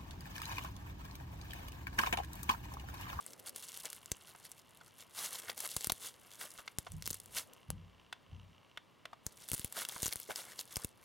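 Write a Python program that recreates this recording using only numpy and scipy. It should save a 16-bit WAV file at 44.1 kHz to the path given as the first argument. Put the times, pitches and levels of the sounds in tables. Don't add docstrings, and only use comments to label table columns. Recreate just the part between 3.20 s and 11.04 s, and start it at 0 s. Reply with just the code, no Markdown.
import sys
import numpy as np
from scipy import signal
from scipy.fft import rfft, irfft
from scipy.io import wavfile
from scipy.ndimage import uniform_filter1d

SR = 44100
rng = np.random.default_rng(int(sys.argv[2]) if len(sys.argv) > 2 else 0)


def output_pcm(signal):
    pcm = np.clip(np.atleast_2d(signal).T, -1, 1) * 32767
    wavfile.write(sys.argv[1], SR, np.round(pcm).astype(np.int16))


N = 345744
TIME = np.arange(N) / SR
AGE = np.arange(2048) / SR


def undb(db):
    return 10 ** (np.asarray(db) / 20)


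def unit(x):
    return x / np.sqrt(np.mean(x ** 2, axis=-1, keepdims=True))


def noise(length=N):
    return rng.standard_normal((2, length))


def steady(x, seconds):
    n = int(seconds * SR)
    short_power = uniform_filter1d(uniform_filter1d(unit(x) ** 2, n), n)
    return unit(x) / np.sqrt(np.abs(short_power) + 1e-4)


def ring(x, hz, width_hz):
    top = .45 * SR
    centre = min(hz, top)
    b, a = signal.iirpeak(centre, centre / min(width_hz, top), fs=SR)
    return signal.lfilter(b, a, x)


def resonate(x, modes):
    return sum(undb(db) * ring(x, hz, width) for hz, width, db in modes)


def cut(x, hz, kind):
    return signal.sosfilt(signal.butter(2, min(hz, SR / 2 - 100), kind, fs=SR, output="sos"), x)


def colour(x, points):
    hz, db = np.transpose(points)
    f = np.maximum(np.fft.rfftfreq(N, 1 / SR), 1)
    return irfft(rfft(x) * undb(np.interp(np.log(f), np.log(hz), db)), N)


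def mid_side(sound, side_db):
    return sound * undb(np.array([[0], [side_db]]))


def add(track, s, sound):
    i = max(int(s * SR), 0)
    track[:, i:i + sound.shape[1]] += sound[:, :N - i]


def burst(x, db):
    return unit(x) * undb(db) * np.sqrt(.005 * SR / len(AGE))


def swell(start, hold, attack_s, release_s):
    attack = np.minimum((TIME - start) / attack_s, 0)
    release = np.minimum((start + hold - TIME) / release_s, 0)
    return np.exp(attack + release)


def swell_power(rows, attack_s, release_s):
    return sum((undb(db) * swell(start, hold, attack_s, release_s)) ** 2 for start, hold, db in rows)


def walk(rate):
    n = max(int(SR / rate), 1)
    return uniform_filter1d(rng.standard_normal(N)[np.arange(N) // n], n)


# [f/Hz, level/dB per Hz]
ROOM_SPECTRUM = [(25, -21.5), (60, -4.5), (110, 2.5), (200, -1.5), (330, -4), (550, -4.5), (800, -7),
                 (1050, -3), (1500, -11.5), (2700, -9), (4500, -18), (8000, -26), (16000, -32)]


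def room_tone(level_db=-67.5):
    return unit(colour(noise(), ROOM_SPECTRUM)) * undb(level_db)


# [t at full level/s, hold/s, level/dB]
SKIN_RUBS = [(0, .3, -67), (2.1, 0.93, -74), (4.1, .3, -70.5), (6.15, 2.6, -78)]


def rubbing(hz=500, width_hz=240, low_hz=260, low_db=-3, judder_rate=30, judder_db=3):
    friction = noise()
    rustle = ring(friction, hz, width_hz) + undb(low_db) * ring(friction, low_hz, width_hz / 2)
    rustle = rustle * undb(judder_db * walk(judder_rate))
    rustle = cut(cut(rustle, 820, "low"), 150, "high")
    return unit(rustle) * np.sqrt(swell_power(SKIN_RUBS, attack_s=0.099, release_s=0.128))


def strokes(rows, attack_s, release_s):
    crackle = [(s, hold, db) for s, hold, db, _ in rows]
    squelch = [(s, hold, db + wet) for s, hold, db, wet in rows]
    return np.array([swell_power(crackle, attack_s, release_s), swell_power(squelch, attack_s, release_s)])


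# [t at full level/s, hold/s, crackle level/dB, squelch level relative to crackle/dB],
# both before the grip's wavering and the kneading mix.
PEEL_STROKES = [(1.982, 0.092, -45, -6), (2.83, 0.044, -48.5, -7.5), (3.2, 0.047, -55.5, -4),
                (4.166, 0.018, -43.5, -7), (6.572, 0.0465, -44, -2), (7.175, 0.028, -47.5, -3.5),
                (7.235, .1, -58, 1)]
SQUEEZE_STROKES = [(0.005, 0.11, -60.5, -8.5), (0.27, 0.013, -51.5, -4.5), (0.365, .27, -54, -12),
                   (0.652, 0.013, -52.5, -1.5), (0.69, 0.082, -60, -6.5), (1.085, 0.025, -61, -3),
                   (1.238, 0.028, -58.5, -5), (1.79, 0.037, -58, -3.5), (2.11, 0.089, -50.5, -5.5),
                   (2.22, 0.1, -58, 1.5), (2.375, 0.043, -50.5, -10), (2.435, 0.028, -46, -4.5),
                   (2.49, 0.18, -51, -13.5), (2.70, 0.14, -60.5, -22), (3.11, 0.21, -62, -11),
                   (3.226, 0.029, -55.5, -1.5), (3.352, 0.046, -59, -7), (3.855, 0.12, -58.5, -25),
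                   (6.285, 0.18, -55.5, -13.5), (6.333, 0.008, -45.5, -18), (6.69, 0.18, -52, -5),
                   (6.825, 0.059, -45.5, -26), (6.92, 0.0056, -47.5, -6), (6.972, 0.064, -55.5, -29),
                   (7.105, 0.017, -51.5, 0), (7.385, 0.027, -54, -16), (7.51, .13, -58, -2),
                   (7.79, 0.055, -69.5, 3.5)]
CREEPS = [(0, 1.38, -67, -4), (1.5, 1.15, -69, -3.5), (2.93, 0.086, -68.5, -3), (3.05, 0.43, -68, 0),
          (3.6, 0.56, -68.5, -10), (4.3, 0.075, -74.5, 4), (6.07, 0.2, -65, -7), (6.19, 1.45, -62.5, -8)]


def effort(rest_db=-92, grip_rate=49, grip_db=2):
    peeling = strokes(PEEL_STROKES, attack_s=0.022, release_s=0.025)
    squeezing = strokes(SQUEEZE_STROKES, attack_s=0.013, release_s=0.012)
    creeping = strokes(CREEPS, attack_s=0.018, release_s=0.079)
    total = peeling + squeezing + creeping + undb(rest_db) ** 2
    bright, wet = 10 * np.log10(total) + grip_db * walk(grip_rate)
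    return bright, wet, peeling[0] / total[0]


def grains(rate, modes, spread_db, even_s, mix_db):
    hit = rng.random(N) < rate / SR
    size = hit * undb(spread_db * np.minimum(rng.exponential(size=N), 4))
    out = 0
    for hz, width, db in modes:
        own_mix = undb(mix_db * rng.uniform(-1, 1, N)) * noise()
        out = out + undb(db) * ring(size * own_mix, hz, width)
    return steady(out, even_s)


def blips(rate, low_hz, high_hz, sharpness, count=16):
    out = 0
    for hz in np.geomspace(low_hz, high_hz, count):
        hit = (rng.random(N) < rate / count / SR) * noise()
        out = out + ring(hit, hz, hz / sharpness) / np.sqrt(hz)
    return steady(out, .15)


# [f/Hz, width/Hz, level/dB]
TINY_BUBBLES = [(3400, 2100, -2.5), (6600, 2400, -4.5), (9600, 1900, -1), (11700, 4000, -4.5)]
# [f/Hz, width/Hz, level/dB]
WET_FOLDS = [(260, 530, -6), (574, 550, -3.5), (1250, 530, -2), (1830, 880, -1)]


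def kneading(rate=1000, rate_growth=.8, crackle_db=0.5, squelch_db=-3, fizz_db=-9, peel_fizz_db=6,
             bright_blip_db=-8, wet_blip_db=-2, side_db=-4):
    bright, wet, peel = effort()
    tears = rate * undb(bright + 54.5) ** rate_growth + 60

    ticks = grains(tears * (1 + peel), TINY_BUBBLES, spread_db=4.2, even_s=.06, mix_db=6)
    fizz = unit(sum(undb(db) * ring(noise(), hz, width) for hz, width, db in TINY_BUBBLES))
    pings = blips(tears / 4, 2800, 12000, sharpness=12)
    crackle = ticks / np.sqrt(1 + peel / 2)
    crackle = crackle + undb(fizz_db + peel_fizz_db * peel) * fizz
    crackle = crackle + undb(bright_blip_db) * pings
    crackle = cut(cut(crackle, 1800, "high"), 17700, "low")

    smacks = grains(tears + 500, WET_FOLDS, spread_db=3, even_s=.05, mix_db=6)
    gurgle = blips(tears / 6 + 80, 600, 2600, sharpness=10)
    squelch = cut(smacks + undb(wet_blip_db) * gurgle, 110, "high")

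    sound = crackle * undb(bright + crackle_db) + squelch * undb(wet + squelch_db)
    return mid_side(sound, side_db)


# [t at full level/s, hold/s, level before the motor trim/dB]
FOCUS_HUNTS = [(.35, 0.69, -67.5), (1.3, 2.9, -75.5), (4.33, 0.52, -70), (5.13, 0.078, -67),
               (5.33, 0.28, -71.5)]
# [f/Hz, width/Hz, level/dB]
LENS_HOUSING = [(1050, 300, -4.5), (2856, 480, -0.5), (5780, 340, -14)]


def focus_motor(trim_db=-1, idle_db=-83, ramp_s=0.094, skip=0.21, scatter_db=5.5):
    steps = (np.arange(N) % (SR // 60) == int(.0142 * SR))
    kept = rng.random(N) > skip
    push = steps * kept * undb(scatter_db * rng.uniform(-1.4, 1, N))
    tick = 0
    for hz, width, db in LENS_HOUSING:
        tick = tick + undb(db) * ring(ring(push, hz, width), hz, 2.53 * width)
    drive = np.sqrt(swell_power(FOCUS_HUNTS, ramp_s, ramp_s) + undb(idle_db) ** 2)
    return unit(tick) * drive * undb(trim_db) * np.array([[1], [0]])


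def tear(db, hz, tear_ms, crack=2.2, sharpness=2.8, broad_db=-9, tail_db=-19, tail_s=0.006, wide_db=3.0):
    rip = np.exp(-AGE * 1000 / tear_ms) + undb(tail_db) * np.exp(-AGE / tail_s)
    push = noise(len(AGE)) * rip
    push[:, 1] += 2 * crack
    sound = ring(push, hz, hz / sharpness) + undb(broad_db) * cut(push, 270, "high")
    return mid_side(burst(cut(sound, 15300, "low"), db), wide_db)


# [t/s, mid level over 5 ms/dB, ring f/Hz, tearing time/ms]
BEAD_SNAPS = [(0.0643, -44, 8400, 0.23), (0.1335, -50, 6600, 2.1), (0.1979, -52, 12300, 0.23),
              (0.2942, -45.5, 12700, 1.1), (0.3616, -41, 9000, 0.051), (0.574, -44, 10400, 0.98),
              (0.655, -40, 6860, 0.45), (0.702, -45, 8850, .2), (0.73, -43.5, 10000, .5),
              (0.859, -47.5, 7040, .2), (1.317, -46.5, 7960, 0.21), (2.059, -41.5, 6700, 7.1),
              (2.1296, -42.5, 9800, 3.8), (2.156, -44, 3930, 1), (2.198, -46, 11700, 1.7),
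              (2.2993, -38.5, 4400, 1.3), (2.4039, -37, 8950, 2.8), (2.4757, -43, 11300, 0.77),
              (2.6084, -41, 7100, 3.9), (2.645, -33.5, 8660, .7), (3.305, -52.5, 9000, 1.6),
              (3.7194, -48, 8950, 1), (3.8237, -43.5, 5100, 1.1), (3.8578, -41.5, 6600, .7),
              (3.8644, -40, 6800, 1.2), (3.9046, -37.5, 6600, 1), (3.93, -41.5, 7150, 1.7),
              (3.9432, -40.5, 10000, 3.4), (4.0008, -47, 9860, 1.2), (4.0593, -52.5, 9600, 0.24),
              (4.335, -55, 10400, 0.54), (6.288, -43, 10500, 0.44), (6.3002, -45, 11400, 1.2),
              (6.346, -36.5, 9900, 2.6), (6.3796, -44.5, 11500, .4), (6.5248, -42.5, 9000, 1.7),
              (6.651, -38, 3240, 1.2), (6.6887, -39.5, 11500, 0.27), (6.6951, -42.5, 3900, 1.5),
              (6.8218, -37, 9600, 0.97), (6.8652, -33, 6100, 1.1), (6.926, -37, 3820, 1.9),
              (6.9342, -38.5, 11700, 0.83), (7.0008, -43, 11400, 1.4), (7.159, -37, 5000, 1.8),
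              (7.392, -38.5, 4670, 1), (7.5585, -36.5, 5500, 0.58)]


def snaps():
    out = np.zeros((2, N))
    for s, db, hz, ms in BEAD_SNAPS:
        add(out, s, tear(db, hz, ms))
    return out


# [t/s, mid level of the tear over 5 ms/dB, ring f/Hz, tearing time/ms, reference level of the air puff/dB]
BUBBLE_POPS = [(0.9171, -32, 7150, 1.4, -36), (2.5654, -31, 8040, 2.1, -38.5),
               (2.671, -33, 9250, 0.76, -40.5), (2.697, -31, 3800, 3.3, -48),
               (2.7203, -30, 10700, 0.77, -41.5), (3.5857, -33.5, 9240, 0.4, -37.5),
               (3.8758, -36, 13900, 0.81, -45.5), (3.9097, -38, 11500, 0.24, -42),
               (4.5036, -37, 10100, 0.2, -34), (6.0656, -36, 7350, 0.71, -39.5),
               (6.3167, -34, 10300, 0.37, -39.5), (6.3331, -37, 10200, 1.3, -37),
               (6.34, -35.5, 9900, 1.3, -42), (6.3956, -40.5, 9600, 0.3, -45),
               (6.446, -35.5, 10800, 0.67, -39), (6.83, -33, 6330, 2.6, -36.5),
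               (6.8585, -34, 6360, 1.1, -43), (6.8805, -37.5, 9900, 0.52, -46),
               (6.958, -38, 10400, 0.22, -47), (7.5682, -35, 9300, 1.9, -35.5),
               (7.6465, -35.5, 10500, 1.3, -37.5)]


def pops(body_hz=350, body_db=-12, body_s=0.00035):
    out = np.zeros((2, N))
    for s, db, hz, ms, puff_db in BUBBLE_POPS:
        collapse = noise(len(AGE)) * np.exp(-AGE / body_s)
        plop = cut(ring(collapse, body_hz, body_hz), 2 * body_hz, "low")
        add(out, s, tear(db, hz, ms) + burst(plop, puff_db + body_db))
    return out


def puff(db, swing_hz, decay_s, rise_s):
    pressure = -np.exp(-AGE / decay_s) * (1 - np.exp(-AGE / rise_s)) ** 2
    wave = cut(pressure, swing_hz, "high")
    return (undb(db) * wave / np.abs(wave).max())[None]


def puffs(left_db=4, right_db=1, eddy_db=-12, eddy_hz=420, eddy_s=0.002):
    out = np.zeros((2, N))
    for s, _, _, _, db in BUBBLE_POPS:
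        left = puff(db + left_db, swing_hz=86.7, decay_s=0.0047, rise_s=0.00063)
        right = puff(db + right_db, swing_hz=62.3, decay_s=0.0026, rise_s=0.00052)
        add(out[:1], s, left)
        add(out[1:], s + rng.uniform(0.00051, 0.00062), right)
        eddy = noise(len(AGE)) * np.exp(-AGE / eddy_s)
        add(out, s, burst(cut(eddy, eddy_hz, "low"), db + eddy_db))
    return out


# [t/s, level over 5 ms/dB, cavity f/Hz, opening time/ms]
AIR_POCKETS = [(1.148, -52, 1150, 4.6), (1.61, -53, 1250, 5), (1.824, -55, 1590, 1),
               (2.283, -45, 1700, 6.1), (2.295, -39, 1310, 1.9), (2.699, -34.5, 650, 1.03),
               (3.21, -44, 1780, 5.1), (3.384, -46, 1310, 9.6), (3.477, -40, 2020, 2.4),
               (3.6654, -43, 1060, 5.8), (4.926, -39, 1980, 3), (5.573, -40.5, 1696, 2.7),
               (5.854, -42, 1780, 2.5), (5.93, -45, 1100, 4), (6.761, -43, 1050, 3.9),
               (7.088, -44.5, 436, 7.9), (7.097, -43.5, 820, 3.2), (7.105, -39.5, 990, 2.3),
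               (7.115, -44, 1510, 1.2)]
# [f/Hz, width/Hz, level/dB]
CUPPED_HANDS = [(678, 150, -1.5), (1250, 180, -18.5), (2260, 73, -19), (2820, 220, -22.5), (3610, 500, 1),
                (5500, 770, -14)]


def pockets(sharpness=0.42, open_db=-5, muffle=3, opening=0.46, leak_db=-17, narrowing=1.1):
    out = np.zeros((2, N))
    for s, db, hz, ms in AIR_POCKETS:
        age = AGE * 1000 / ms
        push = noise(len(AGE)) * np.exp(-age) * (1 - np.exp(-age / opening))
        cavity = ring(push, hz, hz / (sharpness * ms ** narrowing))
        cavity = cut(cavity, muffle * hz, "low")
        sound = undb(open_db) * cavity + resonate(cavity, CUPPED_HANDS)
        leak = cut(push, 4 * hz, "low")
        add(out, s, burst(sound + undb(leak_db) * leak, db))
    return out


# [t of the peak/s, level before the shake trim/dB, rise/s, decay/s]
DULL_BUMPS = [(3.742, -40, 0.023, 0.079), (4.13, -63.5, 0.06, 0.068), (4.495, -43.5, 0.0094, 0.1),
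              (5.13, -48, 0.018, 0.092)]
# [f/Hz, width/Hz, level/dB]
CAMERA_SUPPORT = [(57.2, 13, -4), (92.7, 15, 2.5), (161.8, 41, -4.5)]


def bumps(side_db=-12, shake_db=-1):
    shudder = sum(undb(db) * ring(noise(), hz, width) for hz, width, db in CAMERA_SUPPORT)
    shudder = steady(cut(cut(shudder, 280, "low"), 215, "low"), 0.034)
    out = 0
    for s, db, rise, decay in DULL_BUMPS:
        tone = 0
        for hz, _, mode_db in CAMERA_SUPPORT:
            phase = rng.random((2, 1))
            tone = tone + undb(mode_db) * np.sin(2 * np.pi * (hz * TIME + phase))
        envelope = np.exp(-np.maximum((s - TIME) / rise, (TIME - s) / decay))
        out = out + undb(db + shake_db) * envelope * (unit(tone) + shudder) / np.sqrt(2)
    return mid_side(out, side_db)


def reflections(x, near_db=-14, near_s=0.0014, far_db=-24):
    t = np.arange(SR // 3) / SR
    near = noise(len(t)) * np.exp(-t / near_s) * (t > .001)
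    far = cut(noise(len(t)), 5000, "low") * undb(-60 * t / .2) * (t > .006)
    response = (undb(near_db) * unit(near) + undb(far_db) * unit(far)) / np.sqrt(len(t))
    return signal.fftconvolve(x[:1], response, axes=1)[:, :N]


# [f/Hz, level/dB]
SIDE_GAIN = [(60, -8.5), (200, 1.5), (380, -1), (1290, -6), (2400, -22), (8100, -22.5), (12000, -7),
             (15000, -3.5)]


def scene(left_db=0.3):
    room, skin = room_tone(), rubbing()
    slime = kneading() + snaps() + pops() + pockets()
    mid, side = slime + reflections(slime) + room + skin + focus_motor()
    mid, side = np.array([mid, colour(side, SIDE_GAIN)]) + bumps()
    left = (mid + side) * undb(left_db / 2)
    right = (mid - side) * undb(-left_db / 2)
    return np.array([left, right]) + puffs()


def record(dry, notch_hz=2510, notch_width_hz=130, top_hz=15900):
    notched = dry - ring(dry, notch_hz, notch_width_hz)
    return signal.sosfilt(signal.ellip(10, .2, 70, top_hz, fs=SR, output="sos"), notched)


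dry = scene()
out = record(dry)
output_pcm(out)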